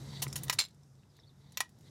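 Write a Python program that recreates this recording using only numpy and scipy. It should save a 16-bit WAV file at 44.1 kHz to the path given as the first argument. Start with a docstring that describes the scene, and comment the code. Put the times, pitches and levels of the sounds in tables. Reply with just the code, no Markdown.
"""A low hum in outdoor air and a faint plunger rub, then a lever grease gun worked under a truck.
Coupler scrapes, lever clacks, ticks and a loose steel rattle are spiky contact forces ringing metal modes;
chassis reflections surround them. Knocks are damped cycles, the rub is resonant friction noise, and a far
bird whistles in swept sines. Hum and air drop at the loud clack (0.5 s), the rattle (0.6 s) and a late clack (1.6 s)."""
import sys
import numpy as np
from scipy import signal
from scipy.fft import rfft, irfft
from scipy.io import wavfile
from scipy.ndimage import uniform_filter1d

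SR = 44100
rng = np.random.default_rng(int(sys.argv[2]) if len(sys.argv) > 2 else 0)


def rack_gain(trim_db):
    """Turn a fader trim in dB into the linear factor to multiply a signal by."""
    fader = np.asarray(trim_db, float)
    return 10 ** (fader / 20)


def unload_audio(sound):
    """Save the sound as a 16-bit wav file, at the path given as the first command line argument."""
    columns = np.transpose(np.atleast_2d(sound))
    # keep every value between -1 and 1, then stretch to whole-number steps
    steps = np.round(np.clip(columns, -1, 1) * 32767)
    wavfile.write(sys.argv[1], SR, steps.astype(np.int16))


N = 83790  # samples, 1.9 s


def unit(x):
    """Scale to rms 1."""
    return x / np.sqrt(np.mean(x ** 2))


def curve(rows):
    """Join the (second, value) rows by straight lines."""
    seconds, values = np.array(rows).T
    return np.interp(np.arange(N) / SR, seconds, values)


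def band(x, hz, width_hz):
    """Resonant band-pass."""
    return signal.lfilter(*signal.iirpeak(hz, hz / width_hz, SR), x)


def walk(rate):
    """Smooth random wander, spread 1; a higher rate wanders faster."""
    k = int(SR / rate)
    return unit(uniform_filter1d(uniform_filter1d(rng.standard_normal(N), k), k))


def add(out, start_s, db, x):
    """Place a sound at its time and peak level."""
    i = int(start_s * SR)
    x = x[:N - i]
    out[i:i + len(x)] += rack_gain(db) * x / np.abs(x).max()


def decay(t, t60_s):
    """Exponential fade, 60 dB down after t60_s."""
    return np.exp(-np.log(1000) * t / t60_s)


def hump(hz, octaves, node_hz=20):
    """Weight in dB of a contact that favours one region and misses the modes at its node."""
    def weight_db(f):
        favoured = np.maximum(-6 * (np.log2(f / hz) / octaves) ** 2, -40)
        node = -11 * np.exp(-(np.log2(f / node_hz) / 0.24) ** 2)
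        return favoured + node
    return weight_db


def ring(push, modes, t60_s, weight_db, crack_db):
    """A contact force rings clusters of close partials and a dense shell; the bare crack rides on top."""
    t = np.arange(len(push)) / SR
    hz, db = np.array(modes).T[:, :, None]
    # three close partials per mode, scattered by 1.4 %
    partials = sum(np.sin(2 * np.pi * hz * (1 + .014 * rng.standard_normal(hz.shape)) * t) for _ in range(3))
    # t60_s holds at 1 kHz; higher modes die sooner
    free = decay(t, t60_s * (hz / 1000) ** -0.52) * partials
    driven = signal.fftconvolve(free, push[None], axes=1)
    driven = driven / np.linalg.norm(driven, axis=1, keepdims=True)
    body = (rack_gain(db + weight_db(hz)) * driven).sum(axis=0)

    f = np.maximum(np.fft.rfftfreq(128, 1 / SR), 50)
    colour = irfft(rack_gain(weight_db(f)) / (1 + (900 / f) ** 6))  # low cut near 900 Hz
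    colour = np.roll(colour, 64) * np.hanning(128)
    crack = signal.fftconvolve(push, colour)[64:64 + len(t)]
    shell = signal.fftconvolve(crack, rng.standard_normal(len(t)) * decay(t, 0.04))

    layers = [(body, 0), (shell, -7), (crack, crack_db)]  # peak dB
    return sum(rack_gain(db) * x[:len(t)] / np.abs(x).max() for x, db in layers)


MS = np.arange(5000) / SR * 1000  # time within one contact
GUN_T60_S = 0.06  # at 1 kHz


def grit(spike_db):
    """Noise of micro-impacts, spikier as the mean random boost spike_db grows."""
    return rng.standard_normal(len(MS)) * rack_gain(spike_db * rng.exponential(1, len(MS)))


# Modes of the gun body. Each row: pitch in Hz, level in dB before the contact weighting.
GUN_MODES = [(800, -7), (1020, 7), (1250, -0.5), (1960, 3), (3060, -3.5), (3730, -6.5), (4080, -4),
             (4450, -1), (5560, 0.5), (6050, 3.5), (6930, 6), (7700, -0.5), (9400, 3.5), (10150, 6.5),
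             (11100, 3), (12300, 5), (14300, 4.5)]
# Lever clacks on the gun body.
# Each row: start in seconds, peak in dB before high-pass and reflections, favoured centre in Hz,
# node in Hz (modes near it stay quiet), contact fade in ms.
CLACKS = [(0.482, -29, 3020, 2500, 1.8), (0.4972, -9.5, 3400, 8900, 0.86), (1.166, -57.5, 8000, 2020, 4.9),
          (1.521, -45.5, 4830, 2530, 4.8), (1.5724, -18, 4230, 9200, 3.4), (1.6048, -12, 2330, 3100, 1.74),
          (1.692, -52.5, 7000, 2000, 2.8), (1.787, -56.5, 9180, 2000, 1.2), (1.809, -55, 6000, 2000, 4.1)]


def clacks():
    """The lever strikes the gun body: one sharp impact 0.4 ms into a gritty fading contact."""
    out = np.zeros(N)
    for start_s, db, hz, node_hz, contact_ms in CLACKS:
        push = 0.39 * grit(0.92) * np.exp(-MS / contact_ms) * np.minimum(MS / .4, 1)
        push = push + 3 * (np.abs(MS - .4) < .012)
        add(out, start_s, db, ring(push, GUN_MODES, GUN_T60_S, hump(hz, 1.48, node_hz), -2.5))
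    return out


# Coupler scrapes on the gun body.
# Each row: start in seconds, peak in dB before high-pass and reflections, rise in ms,
# favoured centre in Hz, node in Hz.
SCRAPES = [(0.2193, -20, 8.5, 6260, 2200), (0.3568, -23, 0.63, 7000, 1200), (0.377, -37, 1.5, 7930, 1206),
           (0.4337, -27.5, .6, 16000, 5600), (.5250, -24.5, 4.5, 5500, 2940), (1.598, -43, 3.9, 3430, 8800)]


def scrapes():
    """The coupler drags on metal: very spiky friction that swells, then fades through the gun body."""
    out = np.zeros(N)
    for start_s, db, rise_ms, hz, node_hz in SCRAPES:
        swell = np.where(MS < rise_ms, .4 + .6 * MS / rise_ms, np.exp(-(MS - rise_ms) / 7.7))
        push = grit(2.5) * swell
        add(out, start_s, db, ring(push, GUN_MODES, GUN_T60_S, hump(hz, 2.03, node_hz), -2))
    return out


# Modes of the loose steel part. Each row: pitch in Hz, level in dB before the contact weighting.
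LOOSE_MODES = [(1250, -4), (1650, -16.5), (2250, 3.5), (2450, -2), (3250, -12.5), (3920, -6.5), (4130, 9),
               (4320, 3.5), (4650, -7), (5080, 4), (5900, -3), (7400, 8), (9040, 1), (10400, -12)]
# Rattle bounces.
# Each row: start in seconds, peak in dB before high-pass and reflections, contact length in ms.
BOUNCES = [(.5855, -30, 1.2), (.5881, -12, 1), (.5905, -12, 1), (.5972, -21, 1.4), (.6016, -18, 1.8),
           (.6100, -23, 2), (.6150, -33, 2), (.6205, -30, 1), (.6260, -36, 2), (.6314, -35, 1.3),
           (.6394, -32, 1.2), (.6504, -35, 1.9), (.660, -48, 3), (.684, -50, 1.5), (.7079, -57, 1)]


def rattle():
    """A loose steel part bounces: short spiky contacts ring its own modes, strongest near 4.5 kHz."""
    out = np.zeros(N)
    for start_s, db, contact_ms in BOUNCES:
        push = grit(2) * np.exp(-(MS / contact_ms) ** 2)
        add(out, start_s, db, ring(push, LOOSE_MODES, 0.12, hump(4480, 1), -10.5))
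    return out


# Modes of the lever link. Each row: pitch in Hz, level in dB before the contact weighting.
LINK_MODES = [(3720, -11.5), (5370, -0.5), (5800, -6.5), (7450, -5), (9040, -4), (10600, -14),
              (12500, -9.5), (14200, -7.5)]
# Ticks of the lever link.
# Each row: start in seconds, peak in dB before high-pass and reflections, favoured centre in Hz,
# contact fade in ms.
TICKS = [(0.28, -39.5, 8040, 4), (.302, -44.5, 5000, 2.6), (0.3281, -28, 6100, 0.61),
         (0.7465, -57, 8000, 0.36), (0.8333, -58, 5600, .9), (0.953, -61.5, 5320, .8)]


def ticks():
    """The lever link ticks: fading gritty contacts excite a narrow region of its modes."""
    out = np.zeros(N)
    for start_s, db, hz, contact_ms in TICKS:
        push = grit(1) * np.exp(-MS / contact_ms)
        add(out, start_s, db, ring(push, LINK_MODES, .07, hump(hz, 0.57), -11.5))
    return out


def metal():
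    """All ringing metal contacts, thinned below 450 Hz by a high-pass."""
    contacts = clacks() + ticks() + scrapes() + rattle()
    return signal.sosfilt(signal.butter(2, 450, "high", fs=SR, output="sos"), contacts)


# Dull knocks of the barrel against the hand.
# Each row: start in seconds, peak in dB before reflections, pitch in Hz, thud in dB before peak scaling.
KNOCKS = [(0.2672, -31.5, 2020, -4), (1.034, -59, 2650, -21.5), (1.19, -51, 1810, -2)]


def knocks():
    """A few quickly damped cycles at two pitches over a soft thud."""
    out, ms = np.zeros(N), np.arange(800) / SR * 1000

    def wave(hz, fade_ms):
        return np.sin(2 * np.pi * hz * ms / 1000) * ms / fade_ms * np.exp(-ms / fade_ms)

    for start_s, db, hz, thud_db in KNOCKS:
        knock = wave(hz, 0.55) + wave(hz / 1.58, 1.1 / 3)
        thud = rack_gain(thud_db) * wave(328, 1)
        add(out, start_s, db, knock + thud)
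    return out


def chassis(x):
    """Short dense reflections between frame and ground, as noise that builds up and decays."""
    t = np.arange(8000) / SR
    echo = rng.standard_normal(len(t)) * decay(t, 0.13) * np.minimum(t / 0.0091, 1)
    echo = band(echo, 1200, 4500)
    echo = echo / np.linalg.norm(echo)
    return x + rack_gain(-19.5) * signal.fftconvolve(x, echo)[:N]


# Plunger rub at the microphone. Each row: time in seconds, level in dB.
RUB_LEVEL = [(0, -64.5), (.1, -53.5), (.17, -51.5), (.215, -58), (.25, -71), (.5, -58.5), (.6, -67.5),
             (.72, -79.5), (.85, -81.5), (.9, -100), (1.0, -78), (1.1, -83.5), (1.18, -72), (1.33, -84.5),
             (1.43, -72), (1.55, -67), (1.62, -86), (1.8, -81), (1.88, -64.5), (1.9, -76)]
# Rub resonances. Each row: centre in Hz, width in Hz of each of two passes, mean level in dB against the others.
RUB_PEAKS = [(493, 93, -15), (940, 160, -7.5), (2010, 310, -6.5), (3900, 1000, 3), (4470, 270, -6),
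             (5600, 790, -7.5), (7480, 1600, -9.5), (12000, 5400, -19.5)]


def rub():
    """Fine friction of the plunger through a few resonances that flicker on their own."""
    friction = rng.standard_normal(N) * rack_gain(2 * walk(130))
    total = np.zeros(N)
    for hz, width_hz, db in RUB_PEAKS:
        flicker_db = 1.5 * walk(40)
        peak = unit(band(band(friction, hz, width_hz), hz, width_hz))
        total += rack_gain(db + flicker_db) * peak
    return rack_gain(curve(RUB_LEVEL)) * unit(total)


# Notes of the far bird. Each row: start in seconds, length in seconds, start, middle and end pitch in Hz
# before the fray, peak in dB before the flutter and reflections.
BIRD_NOTES = [(1.08, .05, 5200, 5000, 4300, -74), (1.155, .025, 4300, 4250, 4200, -69),
              (1.17, .012, 3500, 3800, 4300, -66), (1.186, .033, 5700, 5200, 4100, -67),
              (1.19, .015, 3900, 3750, 3600, -67), (1.222, .03, 3500, 3600, 3800, -66),
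              (1.258, .042, 3300, 4450, 3500, -64), (1.295, .015, 3600, 3500, 3300, -69)]


def bird():
    """Thin arched whistles, frayed in pitch and level by distance."""
    out, fray_hz = np.zeros(N), 170 * walk(500)
    for start_s, length_s, start_hz, middle_hz, end_hz, db in BIRD_NOTES:
        u = np.linspace(0, 1, int(length_s * SR))
        arch = np.polyfit([0, .5, 1], [start_hz, middle_hz, end_hz], 2)
        hz = np.polyval(arch, u) + fray_hz[int(start_s * SR):][:len(u)]
        whistle = np.sin(2 * np.pi * np.cumsum(hz) / SR)
        add(out, start_s, db, whistle * np.sin(np.pi * u) ** .5)
    flutter = .7 + .7 * walk(400)
    return out * flutter


# Shift of hum and air together. Each row: time in seconds, level in dB.
SINK = [(0, -1), (.495, 1.5), (.505, -6), (.585, -4), (.6, -14), (1.0, -15), (1.6, -12), (1.62, -16.5),
        (1.9, -9)]
# Spectrum of the outdoor air. 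Each row: frequency in Hz, relative density in dB per Hz before the 45 Hz low cut.
AIR_SPECTRUM = [(15, -66.5), (25, -26), (140, -7.5), (164, -16), (204, -16.5), (260, -23), (421, -27),
                (598, -33), (648, -31.5), (1530, -40), (2230, -46.5), (4380, -49.5), (5140, -41),
                (13500, -53.5), (15500, -68.5)]


def background():
    """Outdoor air, shaped noise whose treble flickers, and a rough wavering hum sine."""
    f = np.maximum(np.fft.rfftfreq(N, 1 / SR), 1)
    hz, db = np.array(AIR_SPECTRUM).T
    shape = rack_gain(np.interp(np.log(f), np.log(hz), db)) / (1 + (45 / f) ** 4)
    air = unit(irfft(rfft(rng.standard_normal(N)) * shape, N))
    air = air + band(air, 7000, 9000) * (rack_gain(1.5 * walk(12)) - 1)
    hum_hz = 136.2 + 4 * walk(8)
    hum = np.sqrt(2) * np.sin(2 * np.pi * np.cumsum(hum_hz) / SR)
    hum = hum * rack_gain(3 * walk(20))  # roughness, 3 dB spread
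    return rack_gain(curve(SINK)) * (rack_gain(-47.5) * air + rack_gain(-51.5) * hum)


def scene():
    """Everything at one microphone; the chassis reflects metal, knocks and bird."""
    return (chassis(metal() + knocks() + bird()) + rub() + background())[None]


def band_limit(x):
    """A steep low-pass at the top of the band."""
    return signal.sosfilt(signal.butter(12, 16820, fs=SR, output="sos"), x)


def record(dry):
    """Microphone: peaks flatten softly towards 0.27 of full scale, then a steep cut above 16 kHz."""
    flattened = dry / (1 + (dry / .27) ** 6) ** (1 / 6)
    top_cut = signal.ellip(8, .2, 50, 16000, fs=SR, output="sos")
    return band_limit(signal.sosfilt(top_cut, flattened))


dry = scene()
out = record(dry)
unload_audio(out)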